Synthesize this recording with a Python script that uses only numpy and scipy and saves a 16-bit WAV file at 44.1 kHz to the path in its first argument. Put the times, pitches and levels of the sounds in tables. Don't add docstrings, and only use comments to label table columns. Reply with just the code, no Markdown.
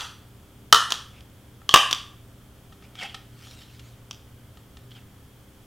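import sys
import numpy as np
from scipy import signal
from scipy.fft import rfft, irfft, next_fast_len
from scipy.io import wavfile
from scipy.ndimage import uniform_filter1d, map_coordinates

SR = 44100
rng = np.random.default_rng(int(sys.argv[2]) if len(sys.argv) > 2 else 0)


def dump_mix(stems):
    frames = np.atleast_2d(stems).T
    limited = np.clip(frames, -1, 1)
    pcm = np.round(limited * 32767).astype(np.int16)
    wavfile.write(sys.argv[1], SR, pcm)


N = 249594
LEAD_SAMPLES = SR // 4

# frequency in Hz, level in dB.
HUM_LINES = [(118.4, -54.5), (199.2, -64.5), (236.9, -65.5), (269.2, -67.5), (301.5, -66.5), (398.4, -68.5),
             (532.9, -74.5)]
# delay in seconds, relative level in dB.
ECHOES = [(.0031, -11.5), (.0058, -13.5), (.0074, -18), (0.019, -16.5), (0.0196, -13.5), (0.028, -21),
          (0.0345, -19.5)]
# frequency in Hz, t60 in seconds.
ROOM_DECAY = [(150, 0.12), (500, 0.32), (1200, 0.49), (3200, 0.44), (6500, 0.37), (10000, 0.5),
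              (15000, 0.22)]

# frequency in Hz, relative level in dB.
FAN_SPECTRUM = [(20, -3), (40, 0.5), (70, 7.5), (110, 3), (160, -1), (280, -8.5), (450, -10), (950, -16.5),
                (1300, -16), (1900, -21), (2800, -22.5), (3250, -16.5), (3900, -26.5), (15500, -27)]
HISS_SPECTRUM = [(30, 15.5), (200, 9), (1000, 3.5), (3000, 0.5), (15000, -13.5)]
GLITTER_SPECTRUM = [(200, -22), (1200, -7.5), (2200, -5), (3200, 0), (5200, -5.5), (8000, -12),
                    (15000, -24)]
CARD_SPECTRUM = [(100, -21), (500, -14), (780, 0.5), (1000, -13), (1350, -4), (1700, -4.5), (2300, 0.5),
                 (3200, -2), (3900, -10), (5800, -13), (8200, -20), (10000, -27.5), (15000, -36)]
SCRAPE_SPECTRUM = [(300, -27), (1300, -18), (2300, -24), (2900, -3), (3200, 8.5), (3600, -12.5),
                   (5000, -14), (8000, -32.5), (15000, -43)]
TAP_SPECTRUM = [(200, -14.5), (1000, -10), (2200, -6), (3300, 5.5), (4200, -3.5), (5400, -5), (8000, -12),
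                (11000, -21.5), (15000, -30.5)]
CRACK_SPECTRUM = [(100, -11), (400, -6.5), (600, -8), (1000, 2), (1700, -0.5), (2200, -4), (3000, 3.5),
                  (4500, -2), (6200, -0.5), (8500, -11), (12000, -17.5), (16000, -18)]

# ratio to the part's pitch, relative level in dB, t60 in seconds.
CARD_MODES = [(.61, -3.5, 0.044), (1.0, 3.5, 0.026), (1.42, -1.5, 0.024)]
FRAME_MODES = [(.34, -21.5, .02), (.75, -12, .013), (.89, -6, 0.017), (1.0, 0, .02), (1.09, -2.5, .017),
               (1.39, -8, 0.014)]
LEVER_MODES = [(.91, -3.5, 0.0074), (1.0, 1.5, 0.01), (1.07, -3.5, 0.014), (1.19, -13.5, .013),
               (1.39, -11.5, 0.0095)]
SPRING_MODES = [(.78, -7, 0.0086), (.89, -5, 0.0089), (1.0, -7.5, 0.027), (1.22, -12, .01)]

# start in seconds, length in seconds, level in dB.
FINGER_RUBS = [(3.445, 0.019, -51.5), (3.52, 0.025, -50), (3.595, .03, -52), (3.735, .015, -57.5),
               (3.87, .02, -58)]
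CARD_DRAGS = [(1.13, 0.064, -58.5), (2.835, 0.0087, -54), (2.97, 0.14, -49.5), (3.025, .015, -37.5),
              (4.968, 0.017, -55.5)]
EDGE_SCRAPES = [(2.985, 0.11, -47.5), (2.999, .009, -40), (4.917, 0.011, -46)]
CARD_CREAKS = [(3.0, 0.022, -44)]

# start in seconds, relative overall and knock levels in dB,
# contact time in seconds.
CARD_TICKS = [(1.207, -39, -7.5, 0.0073), (1.617, -45.5, 4, 0.0064), (2.723, -47.5, 13, 0.037),
              (2.824, -44, -2.5, .008), (2.954, -32.5, -7.5, .0055), (2.988, -36, -7, .01),
              (3.032, -26.5, -21, 0.015), (3.1438, -27, 1, 0.022), (3.469, -40, -0.5, 0.017),
              (3.794, -38, -20, 0.024), (4.571, -44, 2, 0.019), (4.77, -37, -4.5, 0.0093),
              (4.908, -44, -17.5, .008), (4.966, -46.5, -5, 0.0089)]
# start in seconds, relative overall and frame levels in dB,
# lever pitch in Hz, relative spring and crack levels in dB, contact time in seconds, room tail in dB.
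METAL_CLACKS = [(-.012, -19.5, -7, 3405, 3, 9.5, 0.0044, -5.5),
                (0.9044, -31, -20, 3540, 11, 10, 0.018, -2.5),
                (0.9214, -11.5, -16, 3390, -21, 3, 0.0037, -12),
                (1.6916, -7.5, -8.5, 3170, -14, -4, .003, -6), (1.9106, -18.5, -26, 3560, -2, 3, 0.013, -8),
                (1.9280, -8, -19, 3306, -8.5, -1, 0.0045, -12),
                (4.1104, -26.5, -17, 2980, 0.5, 1, 0.0045, -12.5)]
# start in seconds, overall level in dB, frame pitch in Hz and level in dB,
# lever pitch in Hz and level in dB, spring, crack and thump levels in dB. Levels are relative.
PUNCH_SNAPS = [(-.17, 5.5, 1290, -9.5, 2950, -13, 4, 2.5, -11),
               (0.7261, 7, 1280, 1.5, 2955, -5, -3.5, -0.5, -8.5),
               (1.74, 10, 1163, -1.5, 2938, 2.5, -18, -3.5, -28)]


def amp(db):
    return 10 ** (np.asarray(db) / 20)


def unit_rms(x):
    return x / np.sqrt(np.mean(x ** 2) + 1e-20)


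def log_interp(points, hz):
    knots_hz, values = np.transpose(points)
    return np.interp(np.log(hz + 1), np.log(knots_hz + 1), values)


def wobble(rate_hz):
    knots = rng.standard_normal(int(N * rate_hz / SR) + 4)
    return map_coordinates(knots, [np.arange(N) * rate_hz / SR])


def coloured(x, spectrum):
    size = 2 * next_fast_len(len(x) // 2 + 2048)
    gain = unit_rms(amp(log_interp(spectrum, np.fft.rfftfreq(size, 1 / SR))))
    cepstrum = irfft(np.log(gain))
    cepstrum[1:size // 2] *= 2
    cepstrum[size // 2 + 1:] = 0
    return irfft(rfft(x, size) * np.exp(rfft(cepstrum)))[:len(x)]


def add(track, start_s, sound):
    part = track[max(LEAD_SAMPLES + round(start_s * SR), 0):][:len(sound)]
    part += sound[:len(part)]


def background():
    t = np.arange(N) / SR
    rush = amp(-51) * unit_rms(coloured(rng.standard_normal(N), FAN_SPECTRUM))
    hiss = amp(-65) * unit_rms(coloured(rng.standard_normal(N), HISS_SPECTRUM))
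    hum = sum(np.sqrt(2) * amp(db + 2 * wobble(5.5)) * np.sin(2 * np.pi * hz * t + 0.92 * wobble(5.5))
              for hz, db in HUM_LINES)
    return np.array([rush + hum + hiss, rush + hum - hiss])


def in_room(x, walls_db, tail_db):
    hz, t, noise = signal.stft(rng.standard_normal(SR * 3 // 4), SR, nperseg=256)
    swell = 1 - np.exp(-t / 0.013)
    decay = amp(-60 * t / log_interp(ROOM_DECAY, hz)[:, None])
    tail = signal.istft(noise * swell * decay, SR, nperseg=256)[1]
    response = amp(tail_db) * tail / np.linalg.norm(tail)
    response[0] += 1
    for delay_s, db in ECHOES:
        moved_s = abs(delay_s + rng.normal(0, 0.0002))
        response[round(moved_s * SR)] += amp(db + walls_db)
    return signal.fftconvolve(x, response)


def strokes(rows, rise_s, fall_s):
    t = np.arange(N) / SR
    power = np.zeros(N)
    for start_s, length_s, db in rows:
        early_s = np.maximum(start_s - t, 0)
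        late_s = np.maximum(t - start_s - length_s, 0)
        power += amp(db - 20 * early_s / rise_s - 20 * late_s / fall_s) ** 2
    return np.sqrt(power)


def friction(envelope, spectrum, rate_hz, spread_db, hiss_gain, flutter_db):
    slips = (rng.random(N) < rate_hz / SR) * amp(spread_db * rng.standard_normal(N))
    slips *= rng.choice([-1, 1], N)
    grains = unit_rms(coloured(unit_rms(slips) + hiss_gain * rng.standard_normal(N), spectrum))
    bins = signal.stft(grains, nperseg=512)[2]
    patches = uniform_filter1d(rng.standard_normal(bins.shape), size=5, axis=0)
    patches = unit_rms(uniform_filter1d(patches, size=6, axis=1))
    shifting = unit_rms(signal.istft(bins * amp(3.5 * patches), nperseg=512)[1][:N])
    flutter = amp(flutter_db * wobble(70))
    return in_room(shifting * envelope * flutter, walls_db=-3, tail_db=-13)[:N]


def creak():
    slip_hz = 747 * (1 + 0.016 * wobble(250))
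    slips = np.diff(np.floor(np.cumsum(slip_hz) / SR), prepend=0) * amp(2.4 * wobble(400))
    voice = unit_rms(coloured(slips - slips.mean(), CARD_SPECTRUM))
    envelope = strokes(CARD_CREAKS, rise_s=0.032, fall_s=0.09)
    return in_room(voice * envelope, walls_db=-6, tail_db=-10.5)[:N]


def ring(modes, pitch_hz, t):
    sound = np.zeros(len(t))
    for k, (ratio, db, t60_s) in enumerate(modes):
        envelope = amp(db + rng.normal(0, 1) - 60 * t / t60_s)
        sound += (-1) ** k * envelope * np.sin(2 * np.pi * pitch_hz * ratio * t)
    return sound


def burst(spectrum, decay_s, t):
    noise = rng.standard_normal(len(t)) * amp(-60 * t / decay_s)
    white = irfft(np.exp(1j * np.angle(rfft(noise))), len(t))
    return coloured(white * amp(-20 * t / decay_s) * np.linalg.norm(noise), spectrum)


def ticks():
    track, t = np.zeros(LEAD_SAMPLES + N), np.arange(SR // 10) / SR
    for start_s, db, knock_db, contact_s in CARD_TICKS:
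        tap = burst(TAP_SPECTRUM, 2 * contact_s, t)
        knock = amp(knock_db - 6.5) * ring(CARD_MODES, pitch_hz=1281, t=t)
        onset = 1 - np.exp(-t / (0.08 * contact_s))
        add(track, start_s, amp(db) * in_room(onset * (tap + knock), walls_db=-4.5, tail_db=-10.5))
    return track[LEAD_SAMPLES:]


def clacks():
    track, t = np.zeros(LEAD_SAMPLES + N), np.arange(SR // 10) / SR
    for start_s, db, frame_db, lever_hz, spring_db, crack_db, contact_s, tail_db in METAL_CLACKS:
        frame = amp(frame_db) * ring(FRAME_MODES, pitch_hz=1146, t=t)
        lever = ring(LEVER_MODES, lever_hz, t)
        spring = amp(spring_db) * ring(SPRING_MODES, pitch_hz=5880, t=t)
        crack = amp(crack_db - 0.5) * burst(CRACK_SPECTRUM, 2 * contact_s, t)
        onset = 1 - np.exp(-t / (0.048 * contact_s))
        clack = onset * (frame + lever + spring + crack)
        add(track, start_s, amp(db + 0.5) * in_room(clack, walls_db=-2, tail_db=tail_db))
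    return track[LEAD_SAMPLES:]


def snaps():
    track, t = np.zeros(LEAD_SAMPLES + N), np.arange(SR // 10) / SR
    squeezed_t60_s, thump_s = 0.0097, 0.00058
    for start_s, db, frame_hz, frame_db, lever_hz, lever_db, spring_db, crack_db, thump_db in PUNCH_SNAPS:
        frame = amp(frame_db) * ring(FRAME_MODES, frame_hz, t)
        lever = amp(lever_db) * ring(LEVER_MODES, lever_hz, t)
        spring = amp(spring_db) * ring(SPRING_MODES, pitch_hz=5937, t=t)
        spring *= amp(-60 * t / squeezed_t60_s)
        crack = amp(crack_db - 2) * burst(CRACK_SPECTRUM, decay_s=0.019, t=t)
        thump = amp(thump_db) * (1 - t / thump_s) * np.exp(-t / thump_s)
        snap = frame + lever + spring + crack + thump
        add(track, start_s, amp(db - 1.5) * in_room(snap, walls_db=2, tail_db=-8.5))
    return track[LEAD_SAMPLES:]


def scene():
    drag = friction(strokes(CARD_DRAGS, rise_s=0.036, fall_s=0.045), CARD_SPECTRUM,
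                    rate_hz=1000, spread_db=2.5, hiss_gain=0.94, flutter_db=2.4)
    scrape = friction(strokes(EDGE_SCRAPES, rise_s=0.012, fall_s=0.06), SCRAPE_SPECTRUM,
                      rate_hz=550, spread_db=1, hiss_gain=0.3, flutter_db=4.7)
    rub = friction(strokes(FINGER_RUBS, rise_s=0.14, fall_s=0.097), GLITTER_SPECTRUM,
                   rate_hz=1100, spread_db=2, hiss_gain=0.56, flutter_db=0)
    return snaps() + clacks() + ticks() + drag + scrape + creak() + rub + background()


def record(dry):
    clipped = np.clip(dry, -1, 1)
    lowpass = signal.firwin(129, 16000, fs=SR)
    return signal.fftconvolve(clipped, lowpass[None], mode="same", axes=1)


dry = scene()
out = record(dry)
dump_mix(out)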